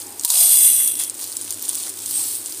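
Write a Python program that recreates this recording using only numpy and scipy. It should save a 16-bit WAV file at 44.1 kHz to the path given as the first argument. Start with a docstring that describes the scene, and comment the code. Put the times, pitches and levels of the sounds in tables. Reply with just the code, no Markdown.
"""Seeds stream out of a small plastic packet and patter on a china plate, making it ring.
Scissors snip the packet open just as the pour begins. Its plastic film crackles and snaps as it is
cut, tipped and laid down, and then more seeds slide out onto the heap with a fine hiss.
The kitchen adds a short echo, and an appliance hums behind."""
import sys
import numpy as np
from scipy import signal
from scipy.fft import rfft, irfft
from scipy.io import wavfile
from scipy.ndimage import uniform_filter1d, minimum_filter1d

SR = 44100
rng = np.random.default_rng(int(sys.argv[2]) if len(sys.argv) > 2 else 0)


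def persist_wave(psi):
    """Save psi, clipped to +-1, as 16-bit WAV."""
    counts = np.round(np.clip(psi, -1, 1) * 32767).astype(np.int16)
    wavfile.write(sys.argv[1], SR, np.atleast_2d(counts).T)


N = 114660

# The notes the plate rings at, lowest first. Each row: pitch in Hz, relative level at mid-pour
# in dB, change in dB per second as the heap grows.
PLATE_NOTES = [(2070,-28,8),(2776,-21,13),(3415,-14.5,14),(4005,-18.5,-3),(4920,-17.5,-27),(5680,-18.5,0),(6070,-15.5,7),(6400,-16,-9),(6870,-17,-8),(7800,-5,-5),(8500,-4.5,-5),(8800,-0.5,-1),(9010,0.5,2),(9600,-9,6),(9890,-2,8),(10160,-9.5,9),(11490,-3,-2),(12340,-5.5,-3),(13130,-8,-14),(13660,-7.5,-10),(14460,-11,-5)]
# The tone of the plastic film. Each row: frequency in Hz, relative level in dB.
FILM_TONE = [(200,-43),(900,-9.5),(2000,-21),(3400,-9.5),(6500,-5.5),(8500,0),(9500,2.5),(11200,-8.5),(15000,-7)]

SEEDS_PER_S, SEED_SPREAD_DB = 10000, 4
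SHORT_RING_S, LONG_RING_S = 0.01, 0.11  # time for the plate's rings to fade by 60 dB


def pouring():
    """Seeds tick on the plate and set it ringing; a thinner stream has fewer hits."""
    # The strength of the stream. Each row: time in seconds, level in dB.
    stream_levels = [(.26,-43),(.29,-23.5),(.34,-19.5),(.41,-11.5),(.47,-14.5),(.53,-11),(.60,-12),(.65,-9.5),(.72,-14),(.80,-15.5),(.88,-18),(.94,-26),(1.02,-28.5),(1.08,-30.5),(1.13,-61)]
    # The dry tick of a seed. Each row: frequency in Hz, relative level in dB.
    tick_tone = [(200,-51.5),(700,-32.5),(1500,-38),(3300,-26.5),(7300,-33.5),(8100,-9),(9900,-6),(10700,-14),(13400,-15.5),(15300,-19)]
    flow = level(stream_levels)
    hits = flow * grains(SEEDS_PER_S * flow / flow.max(), SEED_SPREAD_DB)
    ticks = from_db(-5) * colour(hits, tick_tone)
    # One last clump lands and wakes the plate's three lowest notes.
    clump = from_db(-37) * swell(at_s=1.012, width_s=0.022) * grains(SEEDS_PER_S, SEED_SPREAD_DB)
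    return ticks + from_db(-2) * plate(hits, PLATE_NOTES) + plate(clump, PLATE_NOTES[:3])


def plate(hits, notes, mid_pour_s=0.62, spread_hz=39, sag_hz_per_s=160):
    """Each hit rings every note with a random strength; the growing heap muffles some and lowers all."""
    out = np.zeros(N)
    since_mid = np.arange(N) / SR - mid_pour_s
    for hz, db, db_per_s in notes:
        struck = hits * rng.standard_normal(N)
        short = rms_one(ring(ring(struck, hz, SHORT_RING_S), hz, SHORT_RING_S))
        lasting = rms_one(sum(ring(struck, hz + spread_hz * k, LONG_RING_S) for k in (-1, 1)))
        gain = from_db(db + db_per_s * np.minimum(since_mid, 0.5))
        out += gain * (short + from_db(-16) * lasting)
    # Slide all the notes down together, fastest at mid-pour.
    sag_s = mid_pour_s / 2
    sag_hz = sag_hz_per_s * sag_s * np.tanh(since_mid / sag_s)
    sagging = (signal.hilbert(out) * np.exp(-2j * np.pi * np.cumsum(sag_hz) / SR)).real
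    return rms_one(sagging) * hits.std()


def sliding():
    """Seeds run over film and heap in a hiss of tiny hits; one note swells as the rush peaks."""
    # The strength of the slide. Each row: time in seconds, level in dB.
    slide_levels = [(1.98,-42),(2.08,-30),(2.17,-24.5),(2.27,-24),(2.36,-26.5),(2.43,-36)]
    # The tone of seeds sliding onto the heap. Each row: frequency in Hz, relative level in dB.
    heap_tone = [(400,-57),(2000,-26.5),(4500,-11),(6800,-15.5),(8000,-2),(9400,0.5),(11700,-8.5),(13200,-6),(15300,-8.5)]
    hits = level(slide_levels) * grains(per_s=4700, spread_db=0.5)
    note = ring(hits, hz=8470, fade_s=0.043)
    out = colour(hits, heap_tone) + from_db(-15.5) * note
    add(out, 0, note * swell(at_s=2.165, width_s=0.031), peak_db=-19.5)
    return out


def scissors():
    """The blades click through the film and ring faintly; the handles meet with a soft thump."""
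    # The blades bite, grind and close. Each row: start in seconds, peak in dB, decay in seconds.
    snips = [(0.2486,6.5,0.00093),(0.2525,-5.5,0.0032),(0.2995,-7,0.0023),(0.3026,5,0.0015)]
    # The tone of a snip. Each row: frequency in Hz, relative level in dB.
    snip_tone = [(150,-28),(2000,-20.5),(4400,-2.5),(6500,0.5),(9000,4),(11500,-2),(15000,-1)]
    out, strikes = np.zeros(N), np.zeros(N)
    for start, db, decay_s in snips:
        add(out, start, colour(burst(decay_s, grit=0.32), snip_tone), db)
        add(strikes, start, np.ones(1), db)
    t = np.arange(SR // 20) / SR
    thump = np.cos(2 * np.pi * 50 * t) * np.exp(-t / 0.0049)
    add(out, 0.3025, thump, peak_db=-43.5)
    add(out, 0, ring(strikes, hz=962, fade_s=0.085), peak_db=-36)
    return out


def clicking():
    """The film snaps and a stray seed bounces on the plate: thin, sharp clicks with a brief crackle."""
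    # Single sharp clicks. Each row: start in seconds, peak in dB, pitch in Hz.
    sharp_clicks = [(0.019,-16.5,4330),(.0685,-17,7600),(0.1961,-6.5,6000),(.211,-12,8400),(.236,-8,5200),(0.877,-3,12500),(.914,-10,9000),(0.954,-9.5,9100),(.997,-6,8970),(1.037,-6.5,9100),(1.047,-10.5,5500),(1.098,-5,8800),(1.143,-17.5,8700),(1.242,-9.5,12000),(1.319,-13,9200),(1.3255,-13.5,4640),(1.3687,-2.5,7800),(1.4128,-12,8800),(1.5068,-4.5,11600),(1.525,-9,8400),(1.5432,-16,8800),(1.6248,-8.5,12200),(1.6877,-10,9200),(1.692,-2.5,9700),(1.753,-5.5,9770),(1.894,-13,9400),(1.940,-21,8400),(1.9898,-17,13100),(2.060,-8,8500),(2.1108,-4,12000),(2.353,-9.5,8700),(2.46,-11,9050),(2.523,-14.5,5030)]
    out = np.zeros(N)
    cut_lows = signal.butter(2, 3300, "high", fs=SR, output="sos")
    for start, db, hz in sharp_clicks:
        click = burst(decay_s=0.00069, grit=0.53)
        click += from_db(-25) * burst(decay_s=0.005, grit=0.79) * rng.standard_normal(len(click))
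        click += 0.7 * ring(click, hz, fade_s=0.0028)
        add(out, start, colour(signal.sosfilt(cut_lows, click), FILM_TONE), db)
    return out


def crinkling(bunching_db=1.48, ring_cycles=10):
    """Small creases in the film flip in bunches, each ringing briefly at its own pitch."""
    # The crackle as the film is cut and handled. Each row: time in seconds, level in dB.
    crinkle_levels = [(0,-33.5),(.04,-42),(.17,-47),(.24,-36.5),(.28,-28),(.35,-20),(.42,-19.5),(.49,-23),(.7,-39),(.95,-53),(1.005,-24),(1.07,-40),(1.155,-40.5),(1.215,-29.5),(1.33,-36),(1.52,-33.5),(1.565,-38.5),(1.63,-31.5),(1.72,-30.5),(1.79,-29.5),(1.88,-30.5),(1.92,-37.5),(2.0,-35),(2.18,-29.5),(2.43,-39.5),(2.47,-33.5),(2.6,-36.5)]
    bunches = from_db(bunching_db * rms_one(uniform_filter1d(rng.standard_normal(N), size=400)))
    clicks = grains(per_s=3000, spread_db=3.5) * bunches * level(crinkle_levels)
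    pitches = np.linspace(2500, 15000, 16)
    chosen = rng.integers(0, len(pitches), N)
    rings = sum(ring(clicks * (chosen == k), hz, ring_cycles / hz) for k, hz in enumerate(pitches))
    return colour((rings + clicks) / np.sqrt(2), FILM_TONE)


def knocking(centre_hz=970):
    """Single seeds strike the plate: a dull, gritty knock with a little of the plate's lowest note."""
    # The bumps. Each row: start in seconds, peak in dB.
    knocks = [(.80,-32.5),(1.002,-33.5),(1.868,-36)]
    out = np.zeros(N)
    dull = signal.butter(2, [centre_hz / 2, centre_hz * 2], "band", fs=SR, output="sos")
    for start, db in knocks:
        bump = signal.sosfilt(dull, burst(decay_s=0.018, grit=1))
        add(out, start, bump + 0.5 * ring(bump, PLATE_NOTES[0][0], SHORT_RING_S), db)
    return out


def rustling(fade_s=0.014):
    """Seeds drum on the packet's wall, which gives a hollow note."""
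    # The hollow rustles. Each row: loudest moment in seconds, level in dB, pitch in Hz.
    rustles = [(.11,-49.5,857),(.41,-44,655),(2.19,-53.5,850)]
    out = np.zeros(N)
    drumming = grains(SEEDS_PER_S, SEED_SPREAD_DB)
    for at_s, db, hz in rustles:
        hollow = rms_one(ring(ring(drumming, hz, fade_s), hz, fade_s))
        out += from_db(db) * swell(at_s, width_s=0.068) * hollow
    return out


def kitchen_echo(x, fade_s=0.043):
    """Sound bounces off the counter and walls, leaving a short, blurred tail."""
    t = np.arange(SR // 2) / SR
    tail = rng.standard_normal(len(t)) * from_db(-60 * t / fade_s) * (t > 0.002)
    return signal.fftconvolve(x, tail / np.linalg.norm(tail))[:N]


def appliance(hum_hz=103.6):
    """An appliance whirrs over a mains hum; the level dips at the first snip and recovers."""
    # The tone of the whirr. Each row: frequency in Hz, relative level in dB.
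    whirr_tone = [(25,-23),(60,-24.5),(100,-1.5),(160,-25),(250,0.5),(340,3.5),(450,-5.5),(750,-9.5),(1600,-12.5),(15000,-18)]
    # The brief dip. Each row: time in seconds, change of level in dB.
    dip = [(.245,0.5),(.26,-25),(.45,-4.5),(.7,-1),(1.1,0)]
    hum = from_db(-61) * np.sqrt(2) * np.sin(2 * np.pi * hum_hz * np.arange(N) / SR)
    whirr = from_db(-44) * colour(rng.standard_normal(N), whirr_tone)
    return level(dip) * (hum + whirr)


def from_db(db):
    """Turn decibels into a number to multiply by."""
    return 10 ** (np.asarray(db) / 20)


def rms_one(x):
    """Scale a signal so its average power is one."""
    return x / np.sqrt(np.mean(x ** 2) + 1e-20)


def level(rows):
    """A volume curve through rows of time in seconds and level in dB."""
    return from_db(np.interp(np.arange(N) / SR, *np.transpose(rows)))


def swell(at_s, width_s):
    """A bell-shaped rise and fall."""
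    return np.exp(-0.5 * ((np.arange(N) / SR - at_s) / width_s) ** 2)


def colour(x, tone, size=8192):
    """Filter a sound to follow a tone table; white noise keeps its overall power."""
    hz, db = np.transpose(tone)
    log_hz = np.log(np.fft.rfftfreq(size, 1 / SR) + 1)
    gain = rms_one(from_db(np.interp(log_hz, np.log(hz), db)))
    # Fold the filter forward in time, so nothing sounds before the hit that causes it.
    cepstrum = irfft(np.log(gain))
    cepstrum[1:size // 2] *= 2
    cepstrum[size // 2 + 1:] = 0
    return signal.fftconvolve(x, irfft(np.exp(rfft(cepstrum))))[:len(x)]


def ring(x, hz, fade_s):
    """Make a sound ring at one pitch, dying away by 60 dB in fade_s seconds."""
    r = 10 ** (-3 / (fade_s * SR))
    feed = np.sqrt((1 - r * r) / 2) * np.array([1, 0, -1])
    feedback = [1, -2 * r * np.cos(2 * np.pi * hz / SR), r * r]
    return signal.lfilter(feed, feedback, x + 1e-18)


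def grains(per_s, spread_db):
    """Random clicks, many small and a few large, at an even overall level."""
    sizes = from_db(spread_db * np.minimum(rng.exponential(1, N), 3.5)) * rng.choice([-1, 1], N)
    clicks = sizes * (rng.random(N) < per_s / SR)
    return clicks / np.sqrt(np.abs(uniform_filter1d(clicks ** 2, size=900)) + 1e-3)


def burst(decay_s, grit):
    """One click with gritty noise dying away behind it."""
    t = np.arange(SR // 20) / SR
    return (t == 0) + grit * rng.choice([-1, 1], len(t)) * np.exp(-t / decay_s) * (t > 0)


def add(out, start_s, sound, peak_db):
    """Mix a sound in at a given time and peak level."""
    part = out[max(int(start_s * SR), 0):][:len(sound)]
    part += (from_db(peak_db) * sound / np.abs(sound).max())[:len(part)]


def scene():
    """Seeds, packet and scissors close by, with their echo and the appliance behind."""
    near = pouring() + crinkling() + clicking() + scissors() + rustling() + knocking() + sliding()
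    return (near + from_db(-9) * kitchen_echo(near) + appliance())[None]


def record(dry, cutoff_hz=15450):
    """Cut the highest treble and quickly turn down any peak that passes full scale."""
    low_pass = signal.ellip(12, 0.1, 75, cutoff_hz, fs=SR, output="sos")
    x = signal.sosfilt(low_pass, dry)
    needed_gain = 1 / np.maximum(np.abs(x), 1)
    smooth_gain = uniform_filter1d(minimum_filter1d(needed_gain, size=15), size=15)
    return signal.sosfilt(low_pass, x * smooth_gain)


dry = scene()
out = record(dry)
persist_wave(out)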